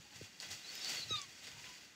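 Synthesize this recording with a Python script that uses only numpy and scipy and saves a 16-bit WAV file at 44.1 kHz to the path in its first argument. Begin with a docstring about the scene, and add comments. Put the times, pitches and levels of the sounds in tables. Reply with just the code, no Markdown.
"""Dry leaves rustle and twigs snap: wild boars are rooting on a forest floor several metres away.
Their snouts shove the litter into bursts of crackle and scuff the soil, and two dull thuds sound.
One boar whines thinly, then gives a short falling squeal, its harmonics shaped by the throat.
Faint far hoots sit over the quiet hum of the forest; trunks and undergrowth add a short tail."""
import sys
import numpy as np
from scipy import signal
from scipy.io import wavfile
from scipy.ndimage import uniform_filter1d

SR = 44100
rng = np.random.default_rng(int(sys.argv[2]) if len(sys.argv) > 2 else 0)


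def master_out(mix):
    """Clip the mix to full scale and print it as 16-bit PCM to the path in sys.argv[1]."""
    frames = np.transpose(np.atleast_2d(mix))
    ceiling = np.clip(frames, -1, 1)
    pcm = np.round(ceiling * 32767).astype(np.int16)
    wavfile.write(sys.argv[1], SR, pcm)


N = 85995
T = np.arange(N) / SR


def from_db(db):
    return 10 ** (np.asarray(db) / 20)


def unit_rms(x):
    return x / np.sqrt(np.mean(x ** 2) + 1e-20)


def automation(rows):
    """One curve per column after the time, interpolated at every sample."""
    times, *columns = np.transpose(rows)
    return [np.interp(T, times, column) for column in columns]


def eq_db(points, hz):
    """An EQ curve read on a log-frequency axis."""
    freqs, db = np.transpose(points)
    return np.interp(np.log(hz), np.log(freqs), db)


def drift(rate_hz):
    """A smooth random modulator with an RMS of 1."""
    r = np.exp(-2 * np.pi * rate_hz / SR)
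    return unit_rms(signal.lfilter([1], [1, -2 * r, r * r], rng.standard_normal(2 * N))[N:])


def band(x, low, high):
    sos = signal.butter(2, [low, min(high, .48 * SR)], "band", fs=SR, output="sos")
    return signal.sosfilt(sos, x)


def resonate(x, hz, width):
    """A resonant band-pass with unity gain at its peak."""
    r = np.exp(-np.pi * width / SR)
    feedback = [1, -2 * r * np.cos(2 * np.pi * hz / SR), r * r]
    return signal.lfilter(np.array([1, 0, -1]) * (1 - r * r) / 2, feedback, x + 1e-18)


def decay(start, t60):
    """An envelope that jumps to 1, then falls 60 dB every t60 seconds."""
    return (T >= start) * np.exp(-np.log(1000) * np.clip((T - start) / t60, 0, 10))


def attack_decay(start, attack, t60):
    """A linear rise into an exponential fade."""
    top = start + attack
    return np.clip((T - start) / attack, 0, 1) * np.maximum(T < top, decay(top, t60))


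def third_octaves():
    """Bands as (low, centre, high) in Hz."""
    edges = 25 * 2 ** (np.arange(29) / 3)
    return list(zip(edges, np.sqrt(edges[:-1] * edges[1:]), edges[1:]))


def leaf_contacts(crackles_per_s=2200, ticks_per_s=70):
    """Two raw textures of leaf on leaf: dense crackle, scattered ticks and a rubbing hiss."""
    triggers = rng.random(N) < crackles_per_s / SR
    crackles = triggers * from_db(np.minimum(rng.exponential(1, N), 4))
    ticks = from_db(15) * (rng.random(N) < ticks_per_s / SR) * rng.standard_normal(N)
    textures = []
    for _ in range(2):
        crackle = unit_rms(woods(crackles * rng.standard_normal(N), wet_db=-3))
        rub = from_db(4.5) * rng.standard_normal(N)
        textures.append(ticks + crackle + rub)
    return textures


# Fader ride of the steadily stirred litter: t/s, level/dB
LITTER_STIR = [(0,-59),(.1,-60.5),(.14,-56),(.25,-53.5),(.3,-60.5),(.38,-59.5),(.45,-51.5),(.62,-55),(.72,-49.5),(.81,-49),(.85,-46),(.89,-42.5),(.95,-43),(1.07,-52),(1.17,-51),(1.29,-56),(1.4,-56),(1.68,-54.5),(1.85,-57.5),(1.95,-63)]
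# Quick shoves of a snout or hoof: t/s, level/dB, T60/s, tilt/(dB per octave)
SNOUT_SHOVES = [(0.153,-55.5,0.048,0),(0.399,-49,0.074,1.5),(0.419,-47,0.16,-2.5),(0.5,-42.5,0.25,1.4),(.885,-44.5,0.41,2),(1.426,-52,0.34,0),(1.465,-49,0.17,-2),(1.51,-61.5,0.089,-11),(1.636,-53,0.47,-2.5)]
# Tone of the dry leaves: f/Hz, gain/dB
LEAF_EQ = [(150,-7),(400,-6),(700,-7),(950,-9.5),(1500,-6.5),(2200,-3.5),(3300,-0.5),(4600,-1.5),(6600,0),(8200,-14),(10000,-19.5),(13500,-19.5),(16000,-15.5)]
# Narrow resonances in the rustle: f/Hz, width/Hz, boost/dB
LEAF_RESONANCES = [(774,94,4.5),(1523,53,8),(1992,145,8),(2477,48,8.5),(2755,73,7.5),(3316,25.5,8),(4577,88,9),(6830,81,8.5)]


def rustle(attack_s=0.012, tilt_pivot_hz=4400, flicker_db=0.61):
    """Dry leaves crackle and rub as they are stirred, surging with each shove."""
    contacts = leaf_contacts()
    stir = from_db(automation(LITTER_STIR)[0])
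    shoves = [(from_db(db) * attack_decay(start, attack_s, t60), tilt)
              for start, db, t60, tilt in SNOUT_SHOVES]
    shared_flicker = drift(21)
    shaped, steady = 0, 0
    for k, (low, hz, high) in enumerate(third_octaves()[7:], start=7):  # from 126 Hz up
        flicker = flicker_db * (shared_flicker + drift(27)) / np.sqrt(2)
        grain = band(contacts[k % 2], low, high) * from_db(eq_db(LEAF_EQ, hz) + flicker)
        octaves = np.clip(np.log2(hz / tilt_pivot_hz), -1, 2)
        power = stir ** 2 + sum((push * from_db(tilt * octaves)) ** 2 for push, tilt in shoves)
        shaped += grain * np.sqrt(power)
        steady += grain
    leaves = shaped / np.std(steady)
    ring = sum((from_db(db) - 1) * resonate(leaves, hz, width) for hz, width, db in LEAF_RESONANCES)
    return from_db(-2.5) * (leaves + ring)


# Leaves and twigs breaking: t/s, peak/dB, f/Hz, width/Hz, T60/s
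TWIG_SNAPS = [(.107,-51,2730,2000,.013),(0.16,-45,3000,5050,0.018),(.228,-49,5070,4000,.013),(.401,-33,4140,3970,0.014),(.421,-41,5400,3980,0.015),(.426,-42,4440,3800,.012),(0.444,-54,2500,2400,0.008),(0.7533,-39.5,14100,2300,0.0039),(.7537,-36,3300,4000,.012),(0.794,-42,2520,1500,.005),(.7955,-49,14300,2420,0.0035),(0.846,-32,4330,3000,0.015),(.895,-31,5200,4000,.006),(1.2159,-33,5640,2320,0.0077),(1.225,-48,5770,2400,0.01),(1.329,-47,4400,3020,0.011),(1.448,-45,3800,4000,0.0071),(1.469,-38.5,3030,4040,0.015),(1.479,-45,3500,4000,0.011),(1.487,-52,5000,4000,0.004),(1.516,-43,3960,4000,.013),(1.596,-46,2800,2000,0.0065),(1.642,-41,2390,1600,0.013),(1.668,-40,2500,1980,0.0053)]


def snaps():
    """Each break is a brief crack that rings around one pitch, with a small crumbling tail."""
    out = 0
    for start, db, hz, width, t60 in TWIG_SNAPS:
        crumble = from_db(-22) * decay(start, t60=.045)
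        burst = rng.choice([-1, 1], N) * (decay(start, t60) + crumble)
        ring = resonate(resonate(burst, hz, width), hz, width)
        crack = unit_rms(ring) + from_db(-24) * unit_rms(burst)
        out += from_db(db) * crack / np.max(np.abs(crack))
    return out


# Contour of the squeal: t/s, f/Hz, level/dB, roughness/(0-1), tilt/(dB per octave)
SQUEAL_CONTOUR = [(1.078,1359,-68,0,7),(1.1,1316,-53.5,0.2,3),(1.109,1277,-42,0,1),(1.126,1280,-37,0.02,0),(1.14,1249,-31,0,-3),(1.156,1218,-36.5,0.08,-1),(1.168,1199,-63,0.54,13.5),(1.177,1191,-41.5,0.17,-0.5),(1.2,1162,-42,0.12,-6.5),(1.235,1114,-51,0.04,1.5),(1.265,1047,-69,0.1,-1)]
# Formants of the boar's throat: f/Hz, gain/dB
THROAT_EQ = [(1100,-11.5),(1270,-11),(2400,-14),(2600,-18.5),(3450,-8.5),(3820,-0.5),(4600,-15),(5100,-30),(5900,-31),(6400,-11.5),(7200,-28.5),(7700,-28),(8200,-41)]
# Breathy rasp in the throat: f/Hz, width/Hz, level/dB
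RASP_BANDS = [(2770,230,0),(3680,220,0),(4600,700,-3)]


def squeal(jitter=0.00308, rasp_rate_hz=267):
    """A falling cry: six harmonics coloured by the throat, fraying into rasp in places."""
    pitch, db, roughness, tilt = automation(SQUEAL_CONTOUR)
    phase = 2 * np.pi * np.cumsum(pitch * (1 + jitter * drift(87))) / SR
    phase += 0.39 * roughness * drift(rasp_rate_hz)
    voice = sum(from_db(eq_db(THROAT_EQ, k * pitch) + tilt * np.log2(k)) * np.sin(k * phase)
                for k in np.arange(1, 7))
    rasp = sum(from_db(level) * unit_rms(band(rng.standard_normal(N), hz - width / 2, hz + width / 2))
               for hz, width, level in RASP_BANDS)
    gate = (T > SQUEAL_CONTOUR[0][0]) & (T < SQUEAL_CONTOUR[-1][0])
    return (np.sqrt(2) * voice + roughness * rasp) * from_db(db) * gate


def gliding_notes(rows, jitter, hoarseness, halo_hz=260):
    """Sine glides that swell and fade, made hoarse by a halo of noise around the pitch."""
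    out = 0
    for start, length, start_hz, end_hz, db in rows:
        pitch = np.interp(T, [start, start + length], [start_hz, end_hz]) * (1 + jitter * drift(153))
        swell = np.sin(np.pi * np.clip((T - start) / length, 0, 1))
        phase = 2 * np.pi * np.cumsum(pitch) / SR
        halo = drift(halo_hz) * np.sin(phase) + drift(halo_hz) * np.cos(phase)
        out += swell * from_db(db) * (np.sin(phase) + hoarseness * halo)
    return out


# The boar's whines and chirps: t/s, length/s, start f/Hz, end f/Hz, level/dB
WHINE_NOTES = [(.627,0.036,3950,4040,-55),(.654,0.02,5600,4800,-56),(.668,0.054,4330,4550,-50),(.73,0.067,5180,5060,-51.5),(.765,0.095,3720,3850,-52),(.795,0.04,4970,5620,-48.5),(.818,0.089,4470,4500,-43.5),(.94,0.12,4530,4300,-45),(1.015,0.037,4140,3910,-48),(1.078,0.036,5600,5070,-52),(1.152,.018,4030,4070,-46.5),(1.168,0.019,4100,4080,-47.5),(1.169,0.017,4650,4800,-49),(1.181,0.018,4700,4550,-50)]


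def whines():
    """Thin, hoarse notes from the boar lead into the squeal and overlap it."""
    return gliding_notes(WHINE_NOTES, jitter=0.00472, hoarseness=.55)


# Dull thuds: t/s, level before the filter/dB
THUD_HITS = [(0.2112,-43),(1.1064,-41)]


def thuds(start_hz=513, end_hz=92.6, fall_s=0.00578):
    """Soft knocks whose pitch drops within milliseconds to a low ring."""
    out = 0
    for start, db in THUD_HITS:
        age = np.maximum(T - start, 0)
        pitch = end_hz + (start_hz - end_hz) / (1 + (age / fall_s) ** 4)
        phase = 2 * np.pi * np.cumsum(pitch * (age > 0)) / SR
        out += from_db(db) * attack_decay(start, attack=0.0017, t60=0.11) * np.sin(phase)
    return band(out, 53, 565)


# Low scuffs in the soil: centre t/s, level/dB, length/s
SOIL_SCUFFS = [(.0,-64,0.035),(0.178,-64,0.07),(0.23,-63.5,0.044),(0.516,-61,0.08),(1,-58.5,0.0093),(1.08,-59.5,0.067),(1.158,-55.5,0.048),(1.293,-67,.025),(1.46,-73,0.076),(1.57,-63.5,0.1),(1.685,-68,0.032)]


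def scuffs(hz=109, width_hz=68):
    """Soil being pushed about gives soft swells of rumble."""
    swell = sum(from_db(db) * np.exp(-2 * ((T - centre) / length) ** 2)
                for centre, db, length in SOIL_SCUFFS)
    rumble = resonate(resonate(rng.standard_normal(N + SR), hz, width_hz), hz, width_hz)[SR:]
    running_rms = np.sqrt(uniform_filter1d(rumble ** 2, size=1800))
    return swell * rumble / running_rms


# Far hoots: t/s, length/s, start f/Hz, end f/Hz, level/dB
HOOT_NOTES = [(.045,0.03,820,846,-67),(.11,0.04,854,827,-64.5),(1.53,0.11,912,943,-62),(1.625,0.13,1034,980,-65.5)]


def hoots():
    """Two faint pairs of slightly breathy notes in the distance."""
    return gliding_notes(HOOT_NOTES, jitter=0.0079, hoarseness=0.34)


# Tone of the forest bed: f/Hz, gain/dB
FOREST_EQ = [(25,-73),(45,-13),(70,5),(120,-1),(200,5.5),(400,-4),(800,-11),(2000,-0.5),(5000,-38.5),(10000,-24),(16000,-28)]


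def forest(level_db=-67.5):
    """A quiet, even bed of noise, strongest in the bass."""
    air = sum(from_db(eq_db(FOREST_EQ, hz)) * band(rng.standard_normal(N + SR // 2), low, high)[-N:]
              for low, hz, high in third_octaves())
    return from_db(level_db) * unit_rms(air)


def woods(x, wet_db):
    """Trunks and undergrowth scatter a short diffuse tail behind the direct sound."""
    tail = rng.standard_normal(N) * decay(0.0046, t60=0.085)
    tail /= np.sqrt(np.sum(tail ** 2))
    return x + from_db(wet_db) * signal.fftconvolve(x, tail)[:N]


def scene():
    """The mono mix, with the calls and snaps sent to the woodland reverb."""
    calls = squeal() + whines() + hoots()
    mix = rustle() + woods(calls, wet_db=-9) + woods(snaps(), wet_db=-12)
    return (mix + thuds() + scuffs() + forest())[None]


def record(dry):
    """A steep high cut takes off the very top."""
    cutoff_hz = 15650
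    return signal.sosfilt(signal.ellip(12, .1, 70, cutoff_hz, fs=SR, output="sos"), dry)


dry = scene()
out = record(dry)
master_out(out)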